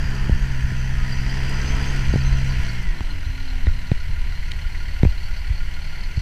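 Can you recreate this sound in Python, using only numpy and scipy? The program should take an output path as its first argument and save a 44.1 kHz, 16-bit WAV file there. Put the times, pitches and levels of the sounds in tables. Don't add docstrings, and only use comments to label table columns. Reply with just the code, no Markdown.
import sys
import numpy as np
from scipy import signal
from scipy.fft import rfft, irfft, next_fast_len
from scipy.io import wavfile
from scipy.ndimage import uniform_filter1d, map_coordinates

SR = 44100
rng = np.random.default_rng(int(sys.argv[2]) if len(sys.argv) > 2 else 0)


def gain_from_db(level_db):
    decades = np.asarray(level_db, float) / 20
    return 10 ** decades


def to_wav(sig):
    pcm = np.clip(np.atleast_2d(sig), -1, 1) * 32767
    pcm = np.round(pcm).astype(np.int16)
    wavfile.write(sys.argv[1], SR, pcm.T)


N = 273861

# time in seconds, firings per second, exhaust level in dB, effort in dB over idle.
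ENGINE = [(0, 64.3, -30, 5.5), (.35, 65.9, -28.5, 4), (.8, 63.5, -27.5, 4.5), (1.2, 64.7, -28, 6),
          (1.68, 66.2, -28.5, 9.5), (1.85, 66.4, -29.5, 10), (2.2, 66, -23.5, 7), (2.49, 66, -24.5, 7),
          (2.72, 59.3, -33, 7), (2.82, 58, -31.5, 4.5), (2.86, 56.5, -55, 2.5), (2.99, 48.6, -54, 1.2),
          (3.08, 45.4, -45, 1.5), (3.2, 42.3, -34.5, 0), (3.35, 40.2, -46, 0.5), (3.6, 38.4, -32.5, 0.5),
          (4.0, 37.5, -36, -0.1), (5.0, 37.4, -35, 0.1), (6.21, 37.4, -41.5, .3)]
CYLINDER_DB = [-0.75, -1.3, -1.9, -2.1, -1.6, -1.3]
# firings per second, gain in dB.
PIPE_GAP = [(41, 0.5), (45, -17), (56, -10), (58.5, -0.5)]
# multiple of the shaft rate, level in dB.
GEARS = [(9.76, 5), (8.08, 6.5), (14.36, -4), (15.54, 0), (18.1, -5), (18.68, -8), (22.36, -6)]
# multiple of the firing rate, level in dB.
MESH = [(19.6, 3.5), (21.9, -2), (27.4, 0), (29.5, -3), (35.9, -7)]
# middle in seconds, level in dB, half length in seconds.
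FAN_BITES = [
    (1.0, -61.5, 0.18),
    (1.62, -54, 0.37),
    (2.93, -52, 0.062),
    (3.14, -48.5, 0.061),
    (3.44, -45.5, 0.23),
    (3.76, -53, 0.13),
]

# frequency in Hz, density in dB per Hz.
BLOCK_IDLE = [(290, -14.5), (500, -10.5), (656, -6.5), (714, -10), (804, -7.5), (868, -5), (994, -7.5),
              (1240, -14), (1400, 0.5), (1820, -5), (2250, -1.5), (2550, -4.5), (2900, -0.5), (3800, -16),
              (4940, -43), (8360, -120)]
# frequency in Hz, density in dB per Hz.
BLOCK_LOADED = [(290, -21), (500, -7), (573, -10.5), (667, -4.5), (771, -9.5), (1000, -2), (1220, -21),
                (1250, -10), (1410, 0), (1600, -1.5), (1930, 0), (2080, -2.5), (3130, -4.5), (3800, -20),
                (4940, -52), (8360, -120)]
# frequency in Hz, density in dB per Hz.
VALVES = [(2120, -28), (3600, -17), (4070, -0.5), (4750, 0.5), (5370, -5), (5970, -0.5), (6180, -4.5),
          (6420, -7), (6490, -9), (7000, -17.5), (9100, -35), (15400, -120)]
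# time in seconds, cowl pitch in Hz, cowl level in dB,
# rocker cover pitch in Hz, rocker cover level in dB.
TURNING = [(0, 1697, -41, 4820, -47), (.35, 1766, -43, 4700, -54.5), (1.0, 1872, -44, 4600, -58),
           (1.1, 1910, -42, 4790, -47.5), (1.97, 1881, -46, 4790, -48), (2.12, 1927, -44, 4520, -57),
           (2.78, 2029, -46, 4500, -68), (2.95, 1992, -47.5, 4150, -53.5), (4.2, 1984, -45, 4200, -53),
           (5.2, 2040, -46, 4380, -51), (6.21, 2031, -47, 4370, -51)]
# frequency in Hz, density in dB per Hz.
HISS = [(3820, -17.5), (6500, -6), (7030, -5), (7800, -2), (8870, -10), (10600, -11.5), (13200, -18),
        (15200, -17.5)]
# frequency in Hz, density in dB per Hz.
TRACK = [(76, -44), (130, -3.5), (177, -5.5), (382, -10.5), (440, -15), (515, -22), (969, -15.5),
         (1200, -19.5), (1560, -71), (2640, -120)]
# middle in seconds, level in dB, half length in seconds.
SURGES = [
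    (.19, -43, 0.31),
    (1.35, -49.5, 0.17),
    (1.75, -40, 0.35),
    (2.6, -55, 0.074),
    (3.0, -53, 0.18),
]
# middle in seconds, level in dB, half length in seconds.
LINKS = [
    (1.4, -65, .25),
    (1.7, -63, .1),
    (2.3, -51.5, 0.21),
    (2.7, -58, 0.18),
    (3.0, -71, .08),
]

# frequency in Hz, level in dB.
PANELS = [(974.5, -60.5), (1870, -64.5), (2021, -60)]
# time in seconds, whistle pitch in Hz.
TURBO = [(0, 6690), (.33, 6700), (.45, 6590), (.76, 6190), (1.1, 5890), (1.37, 5900), (1.55, 6030),
         (1.9, 6350), (2.06, 6415), (2.36, 6060), (2.75, 5650), (3.15, 5080), (3.45, 4600), (3.8, 4350)]
# time in seconds, pitch in Hz, level in dB.
WHINE = [(2.55, 2262, -60), (2.6, 2240, -44.5), (2.65, 2195, -50), (2.7, 2160, -44.5), (2.73, 2145, -48),
         (2.79, 2120, -42), (2.83, 2070, -46), (2.87, 1975, -43), (2.92, 1870, -45), (2.95, 1810, -50),
         (3.0, 1738, -50), (3.08, 1639, -62)]
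# centre in Hz, width in Hz, lift in dB.
DUCT = [(6160, 60, 15), (6260, 70, -5), (6350, 50, 12), (6412, 30, -5), (6050, 40, 5), (5700, 150, -4),
        (5900, 100, 2), (6580, 100, 4), (6700, 60, 0), (4600, 200, 10)]

# frequency in Hz, density in dB per Hz.
DEEP = [(4.7, -33), (8.0, 5), (27, 0), (70, -21.5), (91, -68), (150, -120)]
# frequency in Hz, density in dB per Hz.
UPPER = [(29, -11.5), (50, 2), (86, -7), (103, -10), (156, -16.5), (200, -27), (260, -54), (440, -120)]
# middle in seconds, deep level in dB, upper level in dB.
GUSTS = [(.05, -45, -23), (.22, -18, -32), (.33, -18, -17), (0.431, -18, -28), (.64, -25, -17),
         (1.0, -20, -34), (1.28, -34, -36), (1.73, -25, -29), (1.97, -26, -46), (2.09, -28, -35),
         (2.31, -18, -26), (2.61, -37, -20), (2.73, -44, -45), (2.882, -18.5, -38), (3.1, -26, -48),
         (3.3, -24, -39), (3.53, -20, -49), (3.682, -10, -28), (3.95, -24, -31), (4.1, -25, -30),
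         (4.24, -18.5, -41), (4.4, -34, -42), (4.599, -58, -43), (4.8, -38, -52), (5.07, -3.5, -29),
         (5.33, -21, -44), (5.5, -24, -34), (5.621, -26, -50), (5.82, -36, -48), (6.2, -17, -23)]
# time in seconds, pitch in Hz, level in dB.
SIZZLE = [(0, 12300, -72), (.4, 12000, -82), (1.1, 10800, -73), (1.6, 10200, -73), (1.92, 10700, -67),
          (2.3, 10600, -76), (2.6, 12200, -76), (3.3, 12300, -74), (4.6, 12000, -77), (5.2, 12400, -68),
          (5.45, 12500, -70), (5.6, 12700, -80), (6.21, 12500, -80)]
# frequency in Hz, density in dB per Hz.
FLOOR = [(4120, -36), (7000, -3), (7540, -1), (8130, -3), (10500, -3.5), (12000, -4.5), (13400, -5),
         (14700, -8), (15200, -7.5)]

# middle in seconds, level in dB, pitch in Hz, signed direction.
THUMPS = [(.222, -8, 24, -1), (.327, -3, 48.8, 0.91), (0.424, -6, 31.8, 1), (.65, -8.5, 49.5, 0.91),
          (1.027, -8.5, 30, -0.97), (1.744, -9.5, 45, 0.97), (2.265, -8, 28, 1), (3.272, -11, 60, -1),
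          (3.92, -9, 100.2, 1), (5.0525, -12.5, 110, 1), (5.334, -14.5, 39.6, -0.87),
          (0.989, -4, 34.72, -0.65), (1.273, -3, 35, 0.51), (2.325, -0.5, 42.38, 0.74),
          (3.014, -5.5, 68, 0.48), (3.298, -14, 69, -0.95), (3.677, -8.5, 70, 1), (3.685, -6, 60, -1),
          (4.251, -13.5, 45.37, 0.78), (5.06, -5, 61.5, 0.79), (5.068, -6.5, 59.2, -1.3),
          (5.09, -7, 39.8, 0.96), (5.508, -11, 75, 0.97), (5.516, -3.5, 54.5, -0.5), (6.18, -7, 80, -1.02),
          (6.189, -17, 60.1, 0.78)]
# start in seconds, push level in dB, push pitch in Hz, dull tick level in dB,
# bright tick level in dB.
KNOCKS = [(.2955, -8, 110, -30, -42), (.7205, -20, 110, -40, -45), (2.1385, -6, 110, -27, -36),
          (2.1585, -6, 110, -25, -38), (3.0082, -19, 200, -17.5, -45), (6.174, -23, 100, -46, -55),
          (3.6698, -16, 170, -33, -26), (3.9168, -7, 104, -22.5, -26), (5.033, .6, 112, -28, -24.5),
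          (5.0513, -6.5, 125, -21, -38), (5.0565, -26, 150, -34, -40)]
# centre in Hz, width in Hz, level in dB.
SHELL = [(760, 550, 1.5), (1400, 500, -11)]
# centre in Hz, width in Hz, level in dB.
LATCH = [(2100, 600, 2), (3750, 330, 7), (6200, 800, -19)]
# start in seconds, level in dB, pitch in Hz.
SNAPS = [(3.6694, -17, 1880), (3.6725, -26, 1900), (3.9163, -21, 2370), (5.0318, -24, 2150),
         (5.0498, -24, 2450), (5.0555, -29, 2450), (5.07, -33, 2000), (3.9155, -11, 500),
         (5.0313, -13, 450), (5.0497, -13, 520), (.2942, -18, 480), (2.1372, -17, 480), (2.1572, -17, 480)]

# start in seconds, peak level in dB, pitch in
# Hz.
JINGLES = [(2.128, -33, 4650), (2.2048, -30, 4550), (2.3236, -30, 4500), (2.4943, -29.5, 4600),
           (2.6875, -29.5, 4520), (4.349, -34, 4200), (5.0936, -34, 4160), (5.1751, -35, 4190),
           (5.2546, -32, 4520), (5.3676, -33, 4510), (5.5757, -38, 4420), (6.0325, -34.5, 4280),
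           (1.6781, -36, 4370), (1.8223, -37, 4100), (2.2503, -34, 4080), (2.4065, -40, 4180),
               (2.9767, -38, 4140), (3.1019, -33.5, 4180), (3.244, -36, 4130), (3.3453, -39, 4180),
               (3.3967, -37, 4150), (3.4965, -33, 4190), (3.7295, -39, 4140), (3.8646, -41, 4300),
               (3.9739, -43.5, 4130), (4.1066, -41, 4150), (4.668, -39, 4610), (4.8773, -39, 4480),
               (4.9317, -36, 4270), (5.229, -34, 4350), (5.7359, -38, 4200), (5.8715, -41, 4380),
               (6.1614, -34, 4430),
           (1.0876, -37, 4770), (1.1196, -29, 4700), (1.2957, -31, 4790), (1.3545, -37, 4970),
          (1.4463, -37, 4770), (1.4942, -34, 4910), (1.5381, -35, 4830), (1.6094, -36, 4750),
          (1.6723, -31, 4930), (1.7496, -36, 4910), (1.825, -35, 4740), (1.9033, -36, 4820)]
# middle in seconds, level in dB, length in seconds, lowest frequency in Hz.
CRUNCH = [
    (2.61, -60, .035, 13500),
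    (2.827, -48, .0015, 5500),
    (4.512, -41, 0.0032, 1800),
    (4.517, -36, 0.0065, 1776),
]
DULLED_S = [2.876, 3.476, 3.66, 3.906, 4.01, 4.24, 5.005, 5.51, 6.18]


def unit(x):
    return x / np.sqrt(np.mean(x ** 2) + 1e-20)


def curves(rows):
    s, *cols = np.transpose(rows)
    return [np.interp(np.arange(N) / SR, s, c) for c in cols]


def wobble(rate_hz):
    knots = rng.standard_normal(int(N * rate_hz / SR) + 4)
    return map_coordinates(knots, [np.arange(N) * rate_hz / SR])


def filtered(x, response):
    m = next_fast_len(N + SR // 2)
    return irfft(rfft(x, m) * response(np.fft.rfftfreq(m, 1 / SR)), m)[:N]


def coloured(x, spectrum):
    f, db = np.transpose(spectrum)
    return unit(filtered(x, lambda hz: gain_from_db(np.interp(np.log(hz + 1), np.log(f + 1), db))))


def patchy(depth_db):
    z = signal.stft(rng.standard_normal(N), nperseg=512)[2]
    field = uniform_filter1d(rng.standard_normal(z.shape), 5, 0)
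    field = uniform_filter1d(field, 7, 1)
    return signal.istft(z * gain_from_db(depth_db * unit(field)), nperseg=512)[1][:N]


def tone(turns, unsteady_db, drift_rad):
    level = np.sqrt(2) * gain_from_db(unsteady_db * wobble(9))
    return level * np.sin(2 * np.pi * turns + drift_rad * wobble(14))


def ridge(drive, hz, width_hz):
    def slow():
        return filtered(drive * rng.standard_normal(N), lambda f: 1 / (1 + 2j * f / width_hz) ** 2)

    phase = 2 * np.pi * np.cumsum(hz) / SR
    return unit(slow() * np.cos(phase) + slow() * np.sin(phase))


def modes(x, table):
    def ring(f):
        return sum(gain_from_db(db) * 1j * f * w / (c * c - f * f + 1j * f * w) for c, w, db in table)

    return filtered(x, lambda f: ring(f) / (1 + 1j * f / 5000) ** 3)


def swells(rows, floor_db, order):
    t = np.arange(N) / SR
    return gain_from_db(floor_db) + sum(gain_from_db(db) * np.exp(-np.abs((t - s) / half_s) ** order) for s, db, half_s in rows)


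def engine_effort_db():
    return curves(ENGINE)[2]


def pulling():
    return np.clip((curves(ENGINE)[0] - 45) / 18, 0, 1)


def beat(firings, floor, decay, scatter_db):
    index = np.floor(firings).astype(int)
    size_db = np.take(CYLINDER_DB, index % len(CYLINDER_DB))
    size_db = size_db + scatter_db * rng.standard_normal(N // 100)[index - index[0]]
    u = firings % 1
    return floor + gain_from_db(size_db) * (1 - np.exp(-u / 0.096)) * np.exp(-u / decay)


def exhaust(firings):
    rate, boom_db, effort_db = curves(ENGINE)
    third_db = -54.5 + 14 * np.interp(rate, [38.8, 56.6], [0, 1])
    fourth_db = -49.5 + 0.45 * effort_db + np.interp(rate, *np.transpose(PIPE_GAP))
    boom = tone(2 * firings, 0.58, 0.2) + gain_from_db(-1.5) * tone(firings, 1.8, 0.37)
    third = gain_from_db(third_db) * tone(3 * firings, 1.5, 0.2)
    fourth = gain_from_db(fourth_db) * tone(4 * firings, 1.5, 0.2)
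    return gain_from_db(boom_db) * boom + third + fourth


def fan_and_gears(firings):
    effort_db = engine_effort_db()
    shaft = firings / len(CYLINDER_DB) * 2
    gears = sum(gain_from_db(db) * tone(k * shaft, 1.3, 0.15) for k, db in GEARS)
    mesh = sum(gain_from_db(db) * tone(k * firings, 5.9, 0.44) for k, db in MESH)
    fan = swells(FAN_BITES, -63.5, order=6) * tone(19.7 * shaft, 2.2, 0.07)
    return gain_from_db(-66.5 + 1.56 * effort_db) * gears + gain_from_db(-74 + 1.96 * effort_db) * mesh + fan


def clatter(firings):
    effort_db, load = engine_effort_db(), pulling()
    cowl_hz, cowl_db, cover_hz, cover_db = curves(TURNING)
    knock = beat(firings, 0.74, 0.23, 0.4) * patchy(1.0)
    block = load * coloured(knock, BLOCK_LOADED) + (1 - load) * coloured(knock, BLOCK_IDLE)
    valves = coloured(beat(firings, 1.0, 0.27, 5.1) * patchy(1.5), VALVES)
    cowl = ridge(beat(firings, 0.36, 0.32, 3.5), cowl_hz, 470)
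    alternation_db = 0.89 * np.cos(np.pi * firings)
    cover_drive = beat(firings, 0.033, 0.77, 1.6) * gain_from_db(1.2 * wobble(21.9) + alternation_db)
    cover = ridge(cover_drive, cover_hz, 520)
    core = gain_from_db(-44 + effort_db) * block + gain_from_db(-53 + 0.95 * effort_db) * valves
    return core + gain_from_db(cowl_db) * cowl + gain_from_db(cover_db) * cover


def air_hiss(firings):
    hiss = coloured(beat(firings, 0.83, 0.29, 5.4) * patchy(1.0), HISS)
    return gain_from_db(-63 + engine_effort_db() + 1.3 * pulling()) * hiss


def tracks():
    grind = coloured(gain_from_db(1.0 * wobble(25)) * patchy(0.43), TRACK)
    links = ridge(gain_from_db(2.56 * wobble(35)), np.full(N, 4110), 220)
    return swells(SURGES, -51.5, order=2) * grind + swells(LINKS, -89, order=2) * links


def panels(firings):
    t = np.arange(N) / SR
    hum = sum(gain_from_db(db) * tone(hz * t, 0.92, 0.16) for hz, db in PANELS)
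    since = (firings - 1.1) % len(CYLINDER_DB)
    ping = 0.04 + since * np.exp(-since / 0.3) * 4
    return hum + gain_from_db(-38.5) * ping * tone(1430 * t, 2.2, 0.4)


def ducted_whistle(hz, db, flicker_db):
    hz = uniform_filter1d(hz, size=2000)
    db = db + sum(lift_db / (1 + (2 * (hz - c) / w) ** 2) for c, w, lift_db in DUCT)
    db = db + flicker_db * wobble(35) + 0.8 * wobble(11)
    return gain_from_db(db) * tone(np.cumsum(hz) / SR, 0.29, 0.76)


def turbo():
    fade_s = np.maximum(np.arange(N) / SR - 3.55, 0)
    boost_db = np.minimum(engine_effort_db(), 8.3)
    return ducted_whistle(curves(TURBO)[0], -74.5 + 2.1 * boost_db - 70 * fade_s, 3.3)


def buffet():
    half_s, load = 0.036, pulling()
    deep_gusts = [(s, db, half_s) for s, db, _ in GUSTS]
    upper_gusts = [(s, db, 0.49 * half_s) for s, _, db in GUSTS]
    deep_gain = swells(deep_gusts, -22.5 + 1.5 * load, order=2)
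    upper_gain = swells(upper_gusts, -34 + 4.5 * load, order=2)
    lumps = wobble(12)
    deep = coloured(rng.standard_normal(N), DEEP)
    deep = deep / np.sqrt(np.abs(uniform_filter1d(deep ** 2, size=5000)) + 0.082)
    upper = coloured(rng.standard_normal(N), UPPER)
    upper = upper / np.sqrt(np.abs(uniform_filter1d(upper ** 2, size=2500)) + 0.3)
    return deep_gain * gain_from_db(0.51 * lumps) * deep + upper_gain * gain_from_db(2.1 * lumps) * upper


def sizzle():
    hz, db = curves(SIZZLE)
    return gain_from_db(db) * ridge(gain_from_db(1.2 * wobble(8)), uniform_filter1d(hz, size=4000), 1000)


def microphone_hiss():
    return gain_from_db(-60.0) * coloured(rng.standard_normal(N), FLOOR)


def thumps():
    out, t = np.zeros(N + SR), np.arange(SR // 20) / SR
    middle_s = t[-1] / 2
    for s, db, hz, direction in THUMPS:
        u = (t - middle_s) * hz
        swing = np.sin(2 * np.pi * u) * np.exp(-(u / 0.42) ** 2)
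        out[round((s - middle_s) * SR):][:len(t)] -= direction * gain_from_db(db - 1.5) * swing
    return out[:N]


def push(u):
    decay = np.exp(-u / 0.75 - u ** 4)
    onset = 1 - np.exp(-(u / 0.09) ** 2)
    return 1.3 * np.sin(2 * np.pi * u ** 0.63) * decay * onset


def knocks():
    out, dull, bright = np.zeros((3, N + SR))
    t = np.arange(SR // 20) / SR
    for s, db, hz, dull_db, bright_db in KNOCKS:
        out[round(s * SR):][:len(t)] += gain_from_db(db) * push(t * hz)
        tick = gain_from_db(23 - 60 * t / 0.006) * ((t == 0) + 0.07 * rng.standard_normal(len(t)))
        dull[round((s - 0.001) * SR):][:len(t)] -= gain_from_db(dull_db) * tick
        bright[round((s - 0.0012) * SR):][:len(t)] += gain_from_db(bright_db) * tick
    return out[:N] + modes(dull[:N], SHELL) + modes(bright[:N], LATCH)


def snaps():
    out, t = np.zeros(N + SR), np.arange(SR // 50) / SR
    t60_s = 0.0092
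    for s, db, hz in SNAPS:
        envelope = gain_from_db(db - 60 * t / t60_s) * (1 - np.exp(-t * hz))
        out[round(s * SR):][:len(t)] += envelope * np.sin(2 * np.pi * hz * t)
    return out[:N]


def loose_steel():
    out, t = np.zeros(N + SR), np.arange(SR // 20) / SR
    swell = t / 0.0094 * np.exp(1 - t / 0.0068)
    for s, db, hz in JINGLES:
        contacts = unit(uniform_filter1d(rng.standard_normal(len(t)), size=50))
        ring = swell * (1 + 0.57 * contacts) * np.sin(2 * np.pi * hz * t)
        out[round(s * SR):][:len(t)] += gain_from_db(db - 5.0) * ring
    return out[:N]


def gear_whine():
    before = (WHINE[0][0] - 0.05, WHINE[0][1], -90)
    after = (WHINE[-1][0] + 0.05, WHINE[-1][1], -120)
    hz, db = curves([before] + WHINE + [after])
    return ducted_whistle(hz, db, 1.2)


def crunch():
    t, out = np.arange(N) / SR, 0
    for s, db, length_s, low_hz in CRUNCH:
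        grains = rng.standard_normal(N) * gain_from_db(5.5 * wobble(700))
        colour = [(low_hz / 2, -40), (low_hz, 0), (2.1 * low_hz, -7), (4 * low_hz, -21), (8 * low_hz, -36)]
        out = out + gain_from_db(db) * np.exp(-((t - s) / length_s) ** 2) * coloured(grains, colour)
    return out


def scene():
    firings = np.cumsum(curves(ENGINE)[0]) / SR
    firings = firings - firings[round(5.2545 * SR)]
    machine = exhaust(firings) + fan_and_gears(firings) + clatter(firings) + air_hiss(firings) + tracks()
    machine = machine + panels(firings) + turbo() + loose_steel() + gear_whine()
    hands = thumps() + knocks() + snaps()
    grip = uniform_filter1d(np.abs(hands), size=1500)
    shaking = buffet() / (1 + 20 * grip)
    return (machine + shaking + sizzle() + microphone_hiss() + hands + crunch())[None]


def top_cut(x):
    return signal.sosfilt(signal.butter(12, 15400, fs=SR, output="sos"), x)


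def record(dry):
    x = filtered(dry[0], lambda hz: hz < 15350)
    dulled = np.minimum(swells([(s, 0, 0.016) for s in DULLED_S], -99, order=4), 1)
    x = x - 0.8 * dulled * filtered(x, lambda hz: np.clip((hz - 12600) / 1200, 0, 1))
    x = x / (1 + np.abs(x / 1.05) ** 8) ** (1 / 8)
    return top_cut(x[None])


dry = scene()
out = record(dry)
to_wav(out)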